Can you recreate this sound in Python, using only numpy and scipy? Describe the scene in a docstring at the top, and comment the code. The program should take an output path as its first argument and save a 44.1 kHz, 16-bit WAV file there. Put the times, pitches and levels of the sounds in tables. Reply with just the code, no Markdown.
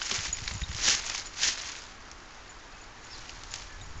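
"""Dry leaflets rustle and fibres crunch and snap, close up, as a dog tugs a palm frond over bare earth.
Two long strips rip off the stalk in dense runs of tiny fractures. Teeth and collar tick, the chain's
steel links ring and the scuffle thuds dully. Later a bird chirps once, with faint calls further off,
over a distant outdoor hum. One close microphone with a narrow band, the same in both channels."""
import sys
import numpy as np
from scipy import signal
from scipy.fft import rfft, irfft, next_fast_len
from scipy.io import wavfile
from scipy.ndimage import map_coordinates

SR = 44100
rng = np.random.default_rng(int(sys.argv[2]) if len(sys.argv) > 2 else 0)


def wrap_up_sound(samples):
    """Save the sound to the file named by the first command line argument, as 16-bit audio."""
    columns = np.atleast_2d(samples).T
    # keep every value between -1 and 1, then stretch to whole-number steps
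    tamed = np.clip(columns, -1, 1)
    steps = np.round(tamed * 32767).astype(np.int16)
    wavfile.write(sys.argv[1], SR, steps)


N = 176400

# strips tearing off, one curve each (time [s], relative level [dB])
STRIP_RIPS = [
    [(.77, -42.5), (.826, -32), (.842, -25), (.89, -21), (.948, -24), (.958, -33), (1.0, -34)],
    [(1.36, -42.5), (1.415, -31.5), (1.44, -20), (1.46, -27), (1.485, -21.5), (1.505, -32), (1.54, -36)],
]
# leaflets dragging over the earth (time [s], level [dB])
LEAFLET_DRAG = [(0, -36.5), (.05, -36), (.16, -31), (.27, -34), (.31, -41.5), (.47, -39), (.66, -45),
                (.735, -40), (.8, -36.5), (1.0, -36.5), (1.19, -34.5), (1.24, -43), (1.32, -46.5),
                (1.4, -39), (1.54, -36.5), (1.67, -36), (1.96, -53), (2.97, -55.5), (3.18, -45.5),
                (3.48, -50), (3.55, -40), (3.73, -51), (4, -53.5)]
# bunches of fibres giving way (time [s], level [dB], hold [s])
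BUNCH_BREAKS = [(0.027, -31, 0.0013), (0.053, -33, 0.017), (0.093, -28.5, 0.0066), (0.139, -29.5, 0.027),
                (0.177, -35.5, 0.004), (0.232, -35, 0.038), (0.88, -20.5, 0.0053), (1.063, -34, 0.011),
                (1.096, -38, 0.0053), (1.146, -29.5, 0.006), (1.177, -33.5, 0.009)]
# thick fibres snapping (time [s], relative level [dB], low ring [Hz], high ring [Hz])
FIBRE_SNAPS = [(0.0168, -18.5, 1480, 3000), (0.1125, -16.5, 3270, 5100), (0.477, -18.5, 2210, 4100),
               (0.5102, -24, 2110, 4540), (.617, -26, 1970, 3800), (0.7146, -28.5, 1950, 3240),
               (1.1477, -24, 2400, 5800), (3.2938, -29, 2910, 4780)]
# dry ticks of teeth and collar (time [s], relative level [dB])
HARD_TICKS = [(.096, -23.5), (0.37, -24.5), (.4402, -23.5), (0.7479, -21.5), (0.951, -14), (1.0982, -13),
              (1.2704, -25.5), (1.82, -28), (2.115, -27), (3.4358, -27), (3.5397, -15)]
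# chain links touching, and at 3.812 s the tag's high overtone (time [s], level [dB], pitch [Hz])
COLLAR_RINGS = [(0.3281, -20.5, 6835), (0.45, -41, 6880), (0.537, -33, 7170), (0.578, -39, 6850),
                (0.613, -41.5, 6830), (0.706, -42, 6870), (1.258, -34, 6960), (2.494, -44.5, 7000),
                (2.812, -49, 6880), (3.041, -50, 6900), (3.51, -40, 7000), (3.812, -42, 7500),
                (3.89, -54, 6900), (3.969, -52, 7040)]
# the tag knocking on its ring (time [s], level [dB])
TAG_HITS = [(0.636, -29), (3.813, -40)]
# the stalk hitting the ground (time [s], level [dB])
STALK_KNOCKS = [(.12, -29.5), (.155, -41)]
# thuds of the scuffle (time [s], level [dB], pitch [Hz])
SCUFFLE_THUDS = [(0.181, -33, 92.5), (0.277, -35, 55), (.418, -33.5, 103), (.51, -34, 75.6),
                 (0.546, -30, 94.4), (.612, -30.5, 62), (.69, -31, 69), (0.743, -34, 95.5),
                 (0.936, -41, 74), (3.951, -39, 65)]
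# low rumble at the microphone (time [s], level [dB])
RUMBLE_LEVEL = [(0, -60), (.55, -41), (1.05, -51.5), (2.1, -65.5), (3.4, -53), (4, -43.5)]
# the bird's falling note (time [s], pitch [Hz], level [dB])
BIRD_CHIRP = [(3.096, 5250, -58), (3.112, 5380, -49), (3.126, 5250, -42.5), (3.141, 4780, -43),
              (3.157, 4080, -47), (3.17, 3950, -53)]
# far-off calls (time [s], pitch [Hz], hold [s])
FAR_CALLS = [(2.73, 2600, 0.031), (2.795, 2570, 0.02), (3.681, 1724, 0.081)]
# colour of the tearing stalk (frequency [Hz], relative level [dB])
STALK_COLOUR = [(100, -15.5), (650, -15), (1200, -11), (1750, -3.5), (2300, -6), (3000, -3.5), (3700, -4.5),
                (6000, 0), (7000, -2.5), (8000, -4)]
# colour of scraping leaflets (frequency [Hz], relative level [dB])
LEAFLET_COLOUR = [(100, -26.5), (300, -8.5), (600, -9), (950, -4), (2100, 1), (3600, -0.5), (4600, 1.5),
                  (8000, 0.5)]
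# colour of a breaking bunch (frequency [Hz], relative level [dB])
BUNCH_COLOUR = [(150, -16.5), (1000, -7), (2200, 2.5), (3500, -4), (6300, 4.5)]
# colour of a fibre's crack (frequency [Hz], relative level [dB])
CRACK_COLOUR = [(150, -22.5), (900, 0.5), (6000, 2.5), (10000, -29.0)]
# colour of the rumble (frequency [Hz], relative level [dB])
RUMBLE_COLOUR = [(25, 5.5), (58, 1.5), (110, -1), (200, -19.5), (1500, -81)]
# colour of the distant hum (frequency [Hz], relative level [dB])
HUM_COLOUR = [(40, 13.5), (170, -2.5), (290, 2), (550, -3), (900, 2.5), (1700, 0.5), (3300, -9),
              (8000, -15)]
# the microphone's treble roll-off (frequency [Hz], gain [dB])
MIC_RESPONSE = [(6900, 0), (7450, -7.5), (7950, -19), (8300, -32)]
TOP_HZ = 8250  # upper edge of the microphone's band


def rips():
    """Close to the microphone, each strip peels off the stalk in a dense run of fractures."""
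    grain = fibres(count=30000, spread_db=2.5, ring_s=.0004) * amp(.8 * wobble(330))
    return amp(-1) * sum(level(rip) for rip in STRIP_RIPS) * unit(coloured(grain, STALK_COLOUR))


def rustle():
    """Leaflets scrape over each other: crackle on a soft hiss, catching and slipping."""
    grain = fibres(count=9000, spread_db=4.3, ring_s=.0003) + noise()
    catch = amp(1.5 * wobble(150))
    return level(LEAFLET_DRAG) * unit(coloured(grain * catch, LEAFLET_COLOUR))


def crunches():
    """Small bunches of fibres break together."""
    grain = fibres(count=20000, spread_db=3, ring_s=.0003) * amp(1.5 * wobble(500))
    force = sum(amp(db) * burst(s, attack=.00053, hold=hold, t60=.033) for s, db, hold in BUNCH_BREAKS)
    return force * unit(coloured(grain, BUNCH_COLOUR))


def snaps():
    """A thick fibre cracks, rings at two pitches for a moment, cracks again and splinters."""
    out = np.zeros(N)
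    crack = amp(-3.5) * unit(coloured(noise(), CRACK_COLOUR))
    for s, db, low_hz, high_hz in FIBRE_SNAPS:
        ring = tone(s, low_hz) + tone(s, high_hz)
        snap = (ring + crack) * burst(s, attack=.0004, hold=.0013, t60=.006)
        splinters = crack * burst(s + .0028, attack=.00033, hold=.0011, t60=.0086)
        out += amp(db - 5.5) * (snap + splinters)
    return out


def ticks():
    """Teeth and collar tick: one hard contact, then a brief spray of splinters."""
    out = np.zeros(N)
    for s, db in HARD_TICKS:
        out[round(s * SR)] += amp(db + 11.5)
        out += amp(db - 2.5) * burst(s, attack=.0001, hold=0, t60=.017) * noise()
    return filtered(out, lambda hz: (hz < TOP_HZ) * 1j * hz / (3000 + 1j * hz))  # thin below 3 kHz


def collar():
    """Damped steel links ring high and set the chain shivering; the tag clinks, once with an overtone."""
    out = np.zeros(N)
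    chain = noise_band(centre_hz=6880, half_width_hz=120)
    for s, db, hz in COLLAR_RINGS:
        ring = amp(db) * tone(s, hz) * burst(s, attack=.0004, hold=.0015, t60=.067)
        shiver = amp(db / 2 - 33.5) * chain * burst(s, attack=.003, hold=.021, t60=.13)
        out += ring + shiver
    for s, db in TAG_HITS:
        out += amp(db) * tone(s, hz=3744) * burst(s, attack=.0006, hold=.002, t60=.028)
    return out


def knocks():
    """The hollow stalk bumps the ground and bounces once, ringing in two modes."""
    return sum(amp(db) * tone(s, hz) * burst(s, attack=.0021, hold=0, t60=.044)
               for s, db in STALK_KNOCKS for hz in (222, 385))


def thuds():
    """The scuffle bumps for a cycle or two at a time, with a scuff above, over an uneven low rumble."""
    out = level(RUMBLE_LEVEL) * unit(coloured(noise(), RUMBLE_COLOUR))
    for s, db, hz in SCUFFLE_THUDS:
        scuff = amp(-10.5) * noise_band(centre_hz=155, half_width_hz=55)
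        out += amp(db) * (tone(s, hz) + scuff) * burst(s, attack=.006, hold=1.1 / hz, t60=.066)
    return out


def bird(far_db=-52, sag_hz_per_s=900):
    """One thin, falling chirp, and three faint whistles further off that sag as they sound."""
    s, hz, db = np.transpose(BIRD_CHIRP)
    waver = 1 + .016 * wobble(660)
    out = level(np.transpose([s, db])) * whistle(np.interp(clock(), s, hz) * waver)
    for s, hz, hold in FAR_CALLS:
        pitch = hz - sag_hz_per_s * np.clip(clock() - s - hold / 2, -hold, hold)
        out += amp(far_db) * burst(s, attack=.01, hold=hold, t60=.059) * whistle(pitch * waver)
    return out


def yard(x):
    """The direct sound, then a faint short scatter from ground and stones."""
    tail = noise() * burst(.0036, attack=.00067, hold=0, t60=.12)
    return x + amp(-15) * signal.fftconvolve(x, tail / np.linalg.norm(tail))[:N]


def distant_hum():
    """The outdoors hums far behind the dog, almost steady."""
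    return amp(-48 + .27 * wobble(6.99)) * unit(coloured(noise(), HUM_COLOUR))


def fibres(count, spread_db, ring_s):
    """Tiny fractures, each a brief ring at its own pitch; rms 1."""
    when, pitch, size, phase = rng.random((count, 4)).T
    t = np.arange(SR // 300) / SR
    hz = pitch[:, None] * TOP_HZ
    gain = amp(spread_db * -np.log(1 - .98 * size))  # many weak, a few strong
    grains = gain[:, None] * np.sin(2 * np.pi * (hz * t + phase[:, None])) * np.exp(-t / ring_s)
    at = (when * N).astype(int)[:, None] + np.arange(len(t))
    return unit(np.bincount(at.ravel(), grains.ravel(), N)[:N])


def amp(db):
    """Decibels to gain."""
    return 10 ** (np.asarray(db) / 20)


def unit(x):
    """Scale to rms 1."""
    return x / np.sqrt(np.mean(x ** 2) + 1e-20)


def clock():
    """Time of each sample in seconds."""
    return np.arange(N) / SR


def level(rows):
    """Gain per sample from (time [s], level [dB]) rows, silent outside them."""
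    s, db = np.transpose(rows)
    return amp(np.interp(clock(), s, db, left=-120, right=-120))


def wobble(rate):
    """A smooth random curve, rate knots a second."""
    return map_coordinates(rng.standard_normal(4096), [clock() * rate], mode="wrap")


def burst(s, attack, hold, t60):
    """Envelope that rises at s, holds, then falls 60 dB in t60; all in seconds."""
    t = np.maximum(clock() - s, 0)
    decay = np.log(1000) * np.maximum(t - hold, 0) / t60
    return (1 - np.exp(-t / attack)) * np.exp(-np.minimum(decay, 20))


def tone(s, hz):
    """A sine with zero phase at time s."""
    return np.sin(2 * np.pi * hz * (clock() - s))


def whistle(hz):
    """A sine that follows a pitch curve."""
    return np.sin(2 * np.pi * np.cumsum(hz) / SR)


def noise():
    """White noise."""
    return rng.standard_normal(N)


def noise_band(centre_hz, half_width_hz):
    """Noise around one resonance; rms 1."""
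    return unit(filtered(noise(), lambda hz: 1 / (1 + ((hz - centre_hz) / half_width_hz) ** 2)))


def filtered(x, response):
    """x through a frequency response."""
    size = next_fast_len(N + SR // 4)
    return irfft(rfft(x, size) * response(np.fft.rfftfreq(size, 1 / SR)), size)[:N]


def coloured(x, points):
    """x through (frequency [Hz], gain [dB]) points on a log frequency axis."""
    f, db = np.transpose(points)
    return filtered(x, lambda hz: amp(np.interp(np.log(hz + 1), np.log(f), db)))


def scene():
    """Dog and frond up close, bird and hum beyond, all into one microphone."""
    bright = rustle() + rips() + crunches() + snaps() + ticks() + collar() + bird()
    mono = yard(bright) + knocks() + thuds() + distant_hum()
    return np.array([mono, mono])


def record(dry):
    """The microphone rolls off the treble and keeps nothing above its band limit."""
    return np.array([filtered(coloured(x, MIC_RESPONSE), lambda hz: hz < TOP_HZ) for x in dry])


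dry = scene()
out = record(dry)
wrap_up_sound(out)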